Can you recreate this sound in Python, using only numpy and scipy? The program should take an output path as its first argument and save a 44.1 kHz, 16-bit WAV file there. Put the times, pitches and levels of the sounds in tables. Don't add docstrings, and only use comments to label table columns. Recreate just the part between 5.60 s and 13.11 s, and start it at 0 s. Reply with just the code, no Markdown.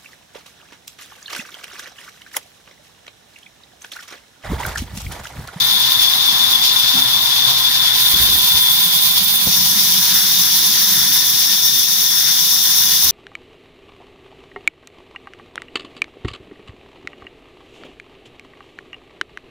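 import sys
import numpy as np
from scipy import signal
from scipy.fft import rfft, irfft, next_fast_len
from scipy.io import wavfile
from scipy.ndimage import map_coordinates

SR = 44100
rng = np.random.default_rng(int(sys.argv[2]) if len(sys.argv) > 2 else 0)


def to_wav(s):
    ch = np.atleast_2d(s).T
    pcm = np.round(np.clip(ch, -1, 1) * 32767)
    wavfile.write(sys.argv[1], SR, pcm.astype(np.int16))


N = 331169
T = np.arange(N) / SR

# (time [s], speed [turns/s])
WHEEL_SPEED = [(0, 8.33), (2, 8.23), (3, 8.23), (4, 8.16), (5, 8.1), (6, 7.97), (7.5, 7.9)]
# (time [s], squeal level [dB], squeal left minus right [dB], sliding hiss level [dB])
GUIDE_RUB = [(0, -18.5, 11.5, -27), (2.2, -19.5, 9.5, -26), (3.2, -20, 8.5, -26.5), (4, -26, 8.5, -27.5),
             (5.2, -26.5, 2, -28), (6.2, -26, 8, -31.5), (7.5, -26.5, 5, -29)]
# (time [s], delay of the left microphone [ms], table whistle level [dB],
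# table ring base level [dB], chatter base level [dB], chatter left minus right [dB])
PHONE_AIM = [(0, 0.14, -40, -33.5, -36, 4), (2.2, 0.13, -41, -34, -35.5, 6),
             (3.7, 0.11, -52, -36.5, -39.5, 4), (4.6, 0.038, -59, -37.5, -38.5, 3),
             (7.5, 0.042, -56, -39, -39, 1)]
# (time [s], drone base level [dB], centre [Hz], gain of the hum [dB])
FRAME_DRONE = [(0, -50, 132.1, -4), (2.3, -45.5, 133, -3), (3.3, -43, 164.4, -5.5), (3.95, -38, 190, -6),
               (5.2, -44, 183, 1.5), (6.3, -49, 170.5, -3), (7.5, -44, 167.7, -7.5)]
BITE_S, BITE_RISE_S = 3.85, 0.034


def wheel_throb(start_turn, second, uneven, flutter, flutter_hz):
    angle = phase(curves(WHEEL_SPEED)[0]) + 2 * np.pi * start_turn
    beat = np.cos(angle) + second * np.cos(2 * angle + 1.9)
    flapping = filtered(rng.standard_normal(N),
                        lambda f: 1 / (1 + (f / flutter_hz - flutter_hz / f) ** 2))
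    return beat * (1 + uneven * wander(2)) + flutter * flapping


def lap_angle(at_lap):
    laps_per_turn = 0.466
    return laps_per_turn * phase(curves(WHEEL_SPEED)[0]) - 2 * np.pi * at_lap


def lap_throb(at_lap, first, half_at_lap, second):
    return first * np.cos(lap_angle(at_lap)) + second * np.cos(2 * lap_angle(half_at_lap))


def blade_bend(drift):
    sag_at_lap, sag_depth, sag_sharpness = 0.78, 0.0371, 1.2
    load_sharp = 0.006
    sag = np.exp(sag_sharpness * (np.cos(lap_angle(sag_at_lap)) - 1))
    return -sag_depth * (sag - sag.mean()) + drift * wander(8.52) + load_sharp * load()


def squeal(ring_db, chirp_db, duck_db, flicker_db, ring_bend):
    # (frequency [Hz], width [Hz], relative level [dB])
    blade_modes = [(3170, 220, -21), (3482, 115, 1.5), (3635, 133, -.3), (3790, 180, -4.5),
                   (4170, 560, -8.5)]
    level_db, side_db, _ = curves(GUIDE_RUB)
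    bend = blade_bend(drift=0.002)
    tone, lock = chirps(bend, rough_hz=27, spell_hz=9, chance=0.38,
                        loaded_db=-3.5, loaded_at_lap=0.56, loaded_sharpness=1.8)
    place = np.cumsum(1 + ring_bend * bend)
    modes = np.array([map_coordinates(side, [place], order=3, mode="mirror")
                      for side in ring(blade_modes, alike=0.68)])
    shaken = modes * undb(ring_db - duck_db * lock + flicker_db * wander(34))
    locked = walls(tone, t60=0.13, wet_db=-11.0) * undb(chirp_db)
    return arrive((shaken + locked) * undb(level_db)) * pan(side_db)


def chirps(bend, rough_hz, spell_hz, chance, loaded_db, loaded_at_lap, loaded_sharpness):
    # (centre [s], half length [s])
    lock_spells = [(.27, .025), (.45, .03), (.70, .025), (0.814, .025), (.95, 0.027), (1.02, .025),
                   (1.557, 0.022), (1.85, 0.026), (2.05, 0.022), (2.25, .05), (2.94, .035), (3.04, 0.027),
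                   (3.35, 0.035), (3.79, 0.029)]
    lock_hz, loaded_lock_hz = 3477, 3640
    firm = sum(swell(s, half) for s, half in lock_spells)
    lock = np.clip(firm + chance * np.abs(wander(spell_hz)), 0, 1)
    free = lock * np.sin(phase(lock_hz * (1 + bend) + rough_hz * wander(158)))
    catch = np.exp(loaded_sharpness * (np.cos(lap_angle(loaded_at_lap)) - 1)) * ramp(4.6, 1.6)
    high = np.sin(phase(loaded_lock_hz + rough_hz * wander(160)))
    loaded = catch * undb(loaded_db + 2.5 * wander(3)) * high
    return np.sqrt(2) * (free + loaded), lock


def sliding(throb, gain_db, throb_db, side_db, flicker_db):
    # (frequency [Hz], relative density [dB per Hz])
    slide_spectrum = [(1500, -30), (2200, -11), (2700, -8.5), (3200, -2.5), (3900, -1.5), (4600, 0.5),
                      (5500, -2.5), (6300, -7), (7000, -13.5), (7700, -20.5), (9500, -18.5), (14000, -31)]
    level_db = curves(GUIDE_RUB)[2] + gain_db + throb_db * throb + flicker_db * wander(22)
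    return arrive(colour(noise(alike=0.15), slide_spectrum)) * undb(level_db) * pan(side_db)


def spray(throb, throb_db, grain_db, side_db, sawdust_side_db, load_db, ease_db, flicker_db):
    # (frequency [Hz], relative density [dB per Hz])
    dust_spectrum = [(4500, -34), (6000, -13.5), (7200, -16), (7700, -19), (8900, -17.5), (9700, -7),
                     (10700, -8), (12800, -6), (14000, -5.5), (14450, -2.5), (14800, -4.5), (15080, 3),
                     (15400, -11), (16000, -16.5)]
    air_db, sawdust_db, open_s, open_rise_s, open_db = -24, -23.5, 2.326, 0.09, 5
    air = undb(air_db + open_db * ramp(open_s, open_rise_s) + load_db * load()) * pan(side_db)
    sawdust = undb(sawdust_db) * load() * pan(sawdust_side_db)
    jets = np.hypot(air, sawdust)
    grains = noise() * undb(grain_db * wander(500))
    motion = undb(throb_db * throb + ease_db * ease() + flicker_db * wander(26))
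    return colour(grains, dust_spectrum) * jets * motion


def cutting(throb, jitter, bite, throb_db, side_db, flicker_db, ease_db):
    # (multiple, relative level [dB], left minus right [dB])
    tooth_lines = [(1, -16.5, 0), (2, -10, 15), (3, -1, 9)]
    # (frequency [Hz], relative density [dB per Hz])
    rasp_spectrum = [(2800, -32), (3700, -13.5), (4500, -11), (5000, -3.5), (5400, 0), (5950, -0.5),
                     (6400, -5.5), (7000, -15), (7700, -24), (9500, -17)]
    # (time [s], level [dB])
    whine_level = [(0, -54), (2.2, -50), (2.4, -45), (3.5, -43), (4.6, -35), (5.9, -26), (6.7, -31.5),
                   (7.5, -30)]
    tooth_hz = 1822
    rasp_db, rasp_db_per_s = -21.2, 0.6
    depth = load() * undb(rasp_db + rasp_db_per_s * (T - BITE_S) + ease_db * ease())
    tooth = phase(tooth_hz * (1 + jitter * wander(65) + 0.001478 * wander(6.95)))
    chips = colour(noise() * (1 + bite * np.cos(tooth)), rasp_spectrum)
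    rasp = walls(chips, t60=0.1, wet_db=-7.5) * depth * pan(side_db)
    whine = sum(np.sin(round(k) * tooth) * undb(db + flicker_db * wander(15.0)) * pan(lean)
                for k, db, lean in tooth_lines)
    return (rasp + whine * undb(curves(whine_level)[0])) * undb(throb_db * throb)


def crack(level_db, start_s, decay_s, side_db):
    # (frequency [Hz], relative density [dB per Hz])
    crack_spectrum = [(190, 2), (340, -4), (700, -7), (2000, -22), (6000, -40)]
    burst = colour(noise(alike=0.57), crack_spectrum) * blow(start_s, decay_s)
    return burst * undb(level_db) * pan(side_db)


def machine(throb, shed_db, throb_db, chatter_throb_db, heave_db, ease_db):
    # (time [s], half length [s], extra level [dB])
    table_jogs = [(0.807, 0.16, 2.5), (1.38, 0.024, 6), (1.89, .04, 5)]
    _, whistle_db, table_db, _, _ = curves(PHONE_AIM)
    table_db = table_db + ease_db * ease() + sum(db * swell(s, half) for s, half, db in table_jogs)
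    plate = table_ring(table_db + throb_db * throb)
    rattle = guide_chatter(throb, chatter_throb_db, ease_db)
    steel = walls(plate + rattle, t60=0.09, wet_db=-7) + table_whistle(whistle_db)
    return arrive(steel) + frame_drone(heave_db) + drive_hum() + shed_noise(shed_db + 0.76 * table_db)


def table_ring(level_db):
    # (frequency [Hz], width [Hz], relative level [dB])
    table_modes = [(791, 190, -4), (951, 163, -1.5), (1059, 114, -0.5), (1374, 106, -9)]
    return ring(table_modes, alike=0.67) * undb(level_db)


def table_whistle(level_db):
    return narrow_band(np.full(N, 1053), spread_hz=7) * undb(level_db)


def guide_chatter(throb, throb_db, ease_db):
    # (frequency [Hz], relative density [dB per Hz])
    chatter_spectrum = [(900, -27), (1300, -6), (1600, -1.5), (1850, -2), (2100, -2.5), (2500, -22),
                        (3300, -45)]
    # (time [s], half length [s], extra level [dB])
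    chatter_bouts = [(1.37, .12, 1), (2.5, 0.2, 3), (4.57, .13, 3.5), (5.32, 0.22, 3), (6.659, .12, 3.5)]
    *_, level_db, side_db = curves(PHONE_AIM)
    bouts_db = sum(db * swell(s, half) for s, half, db in chatter_bouts)
    level_db = level_db + ease_db * ease() + bouts_db + throb_db * throb + 1.6 * wander(18)
    return colour(noise(alike=0.94), chatter_spectrum) * undb(level_db) * pan(side_db)


def frame_drone(heave_db):
    level_db, centre_hz, _ = curves(FRAME_DRONE)
    heave = heave_db * np.cos(2 * lap_angle(0.43))
    bands = narrow_band(centre_hz, spread_hz=23) + undb(-0.5) * narrow_band(0.9 * centre_hz, spread_hz=72)
    return bands * undb(level_db + heave)


def drive_hum():
    # (mean frequency [Hz], base level [dB])
    hum_tones = [(63, -60), (130, -53.5), (198, -50.5), (263, -53), (333, -57.5), (397, -60)]
    hum = sum(np.sqrt(2) * undb(db + 4.7 * wander(9.3)) * np.sin(phase(hz + 3 * wander(12.3)))
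              for hz, db in hum_tones)
    return undb(curves(FRAME_DRONE)[2]) * hum


def shed_noise(level_db):
    # (frequency [Hz], relative density [dB per Hz])
    shed_spectrum = [(20, -8), (45, 0.5), (80, -16), (130, -3.5), (250, 0), (340, -3.5), (450, -6),
                     (560, -6.5), (700, -7.5), (1200, -4.5), (2500, -19), (6000, -38)]
    short_waves = filtered(rng.standard_normal(N), lambda f: f ** 4 / (f ** 4 + 330 ** 4))
    apart = short_waves * np.array([[0.95], [-0.95]])
    return colour(rng.standard_normal(N) + apart, shed_spectrum) * undb(level_db)


def bumps():
    # (frequency [Hz], relative density [dB per Hz])
    bump_spectrum = [(20, -14), (45, -11), (68, 3.5), (110, -17), (200, -10.5), (400, -19.5), (900, -33),
                     (3000, -60)]
    # (time [s], level before the envelope [dB], decay [s])
    case_bumps = [(2.535, -26.5, 0.034), (2.6, -27.5, 0.066), (2.68, -31.5, 0.073), (2.75, -34, .05),
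                  (2.93, -35, 0.072), (3.868, -25, 0.013), (7.44, -31.5, .1)]
    # (time [s], level before the envelope [dB], ring [Hz], decay [s])
    wood_knocks = [(0.01, -36, 131, 0.079), (1.34, -27.5, 263, 0.067), (1.35, -27.5, 191, 0.042),
                   (1.449, -33, 124, 0.087), (1.869, -29, 130, 0.09), (2.54, -26, 80, .014),
                   (2.601, -20, 115, .01), (2.945, -29, 70, .016), (3.869, -9.5, 147, 0.0037),
                   (3.872, -21, 650, 0.0025)]
    strokes = sum(undb(db) * blow(s, decay) for s, db, decay in case_bumps)
    case = colour(rng.standard_normal(N), bump_spectrum) * strokes
    wood = sum(undb(db) * blow(s, decay) * np.cos(2 * np.pi * hz * (T - s))
               for s, db, hz, decay in wood_knocks)
    return case + wood


def load():
    return ramp(BITE_S, BITE_RISE_S)


def ease():
    return swell(6.25, 0.45)


def arrive(x):
    lag = curves(PHONE_AIM)[0] * SR / 1000
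    left = map_coordinates(x[0], [np.arange(N) - lag], order=3, mode="nearest")
    return np.array([left, x[1]])


def walls(x, t60, wet_db):
    t = T[:SR // 2]
    tail = rng.standard_normal((2, len(t))) * undb(-60 * t / t60) * (t > 0.003)
    tail /= np.sqrt(np.sum(tail ** 2, axis=1, keepdims=True))
    wet = undb(wet_db)
    reflections = signal.fftconvolve(np.atleast_2d(x), tail, axes=1)[:, :N]
    return (x + wet * reflections) / np.hypot(1, wet)


def ring(modes, alike):
    def mode(hz, width):
        return filtered(noise(alike), lambda f: (1 + 1j * hz / width * (f / hz - hz / f) / 1.51) ** -2)
    return unit(sum(undb(db) * mode(hz, width) for hz, width, db in modes))


def narrow_band(hz, spread_hz):
    angle = phase(hz)
    return wander(spread_hz) * np.cos(angle) + wander(spread_hz) * np.sin(angle)


def noise(alike=0):
    alike = np.clip(alike, 0, 1)
    return np.sqrt(alike) * rng.standard_normal(N) + np.sqrt(1 - alike) * rng.standard_normal((2, N))


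def wander(rate_hz):
    return filtered(rng.standard_normal(N), lambda f: 1 / (1 + (f / rate_hz) ** 4))


def colour(x, points):
    hz, db = np.transpose(points)
    return filtered(x, lambda f: undb(np.interp(np.log(f), np.log(hz), db)) * np.minimum(f / hz[0], 1) ** 2)


def filtered(x, response):
    size = next_fast_len(N + 8192)
    f = np.maximum(np.fft.rfftfreq(size, 1 / SR), 1)
    return unit(irfft(rfft(x, size) * response(f), size)[..., :N])


def blow(start, decay):
    age = np.maximum(T - start, 0)
    return (1 - np.exp(-age / 0.0022)) * np.exp(-age / decay)


def ramp(start, rise):
    return np.clip((T - start) / rise, 0, 1)


def swell(centre, half_length):
    return np.exp(-((T - centre) / half_length) ** 2)


def curves(table):
    s, *columns = np.transpose(table)
    return [np.interp(T, s, c) for c in columns]


def phase(hz):
    return 2 * np.pi * np.cumsum(hz) / SR


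def pan(db):
    gains = undb(np.array([np.atleast_1d(db), -np.atleast_1d(db)]) / 2)
    return 2 * gains / np.sqrt(np.sum(gains ** 2, axis=0))


def undb(db):
    return 10 ** (np.asarray(db) / 20)


def unit(x):
    return x / np.sqrt(np.mean(x ** 2))


def scene():
    # (time [s], extra level [dB])
    hiss_spurts = [(.43, 4), (.92, 2), (1.4, 1.5), (1.885, 0.5), (2.151, 3.5), (4.71, 1), (6.19, 2)]
    throb = (wheel_throb(start_turn=-0.66, second=0.3, uneven=0.2, flutter=0.5, flutter_hz=14)
             + lap_throb(at_lap=0.32, first=0.34, half_at_lap=0.18, second=0.23))
    spurts = undb(sum(db * swell(s, 0.011) for s, db in hiss_spurts))
    hiss = (sliding(throb, gain_db=4.5, throb_db=0.37, side_db=0.7, flicker_db=1.37)
            + spray(throb, throb_db=0.85, grain_db=1.0, side_db=-17, sawdust_side_db=-3.5,
                    load_db=-1.9, ease_db=-2, flicker_db=0.81))
    return (squeal(ring_db=0.8, chirp_db=1.0, duck_db=2.5, flicker_db=0.8, ring_bend=0.65)
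            + walls(hiss * spurts, t60=0.1, wet_db=-9.5)
            + cutting(throb, jitter=0.00298, bite=0.25, throb_db=0.55, side_db=28,
                      flicker_db=3.0, ease_db=-0.6)
            + crack(level_db=-22, start_s=3.868, decay_s=0.011, side_db=5)
            + machine(throb, shed_db=-14.5, throb_db=0.86, chatter_throb_db=0.3, heave_db=2.0, ease_db=-2.5)
            + bumps())


def record(dry):
    return signal.sosfilt(signal.ellip(12, 0.2, 70, 15750, fs=SR, output="sos"), dry)


dry = scene()
out = record(dry)
to_wav(out)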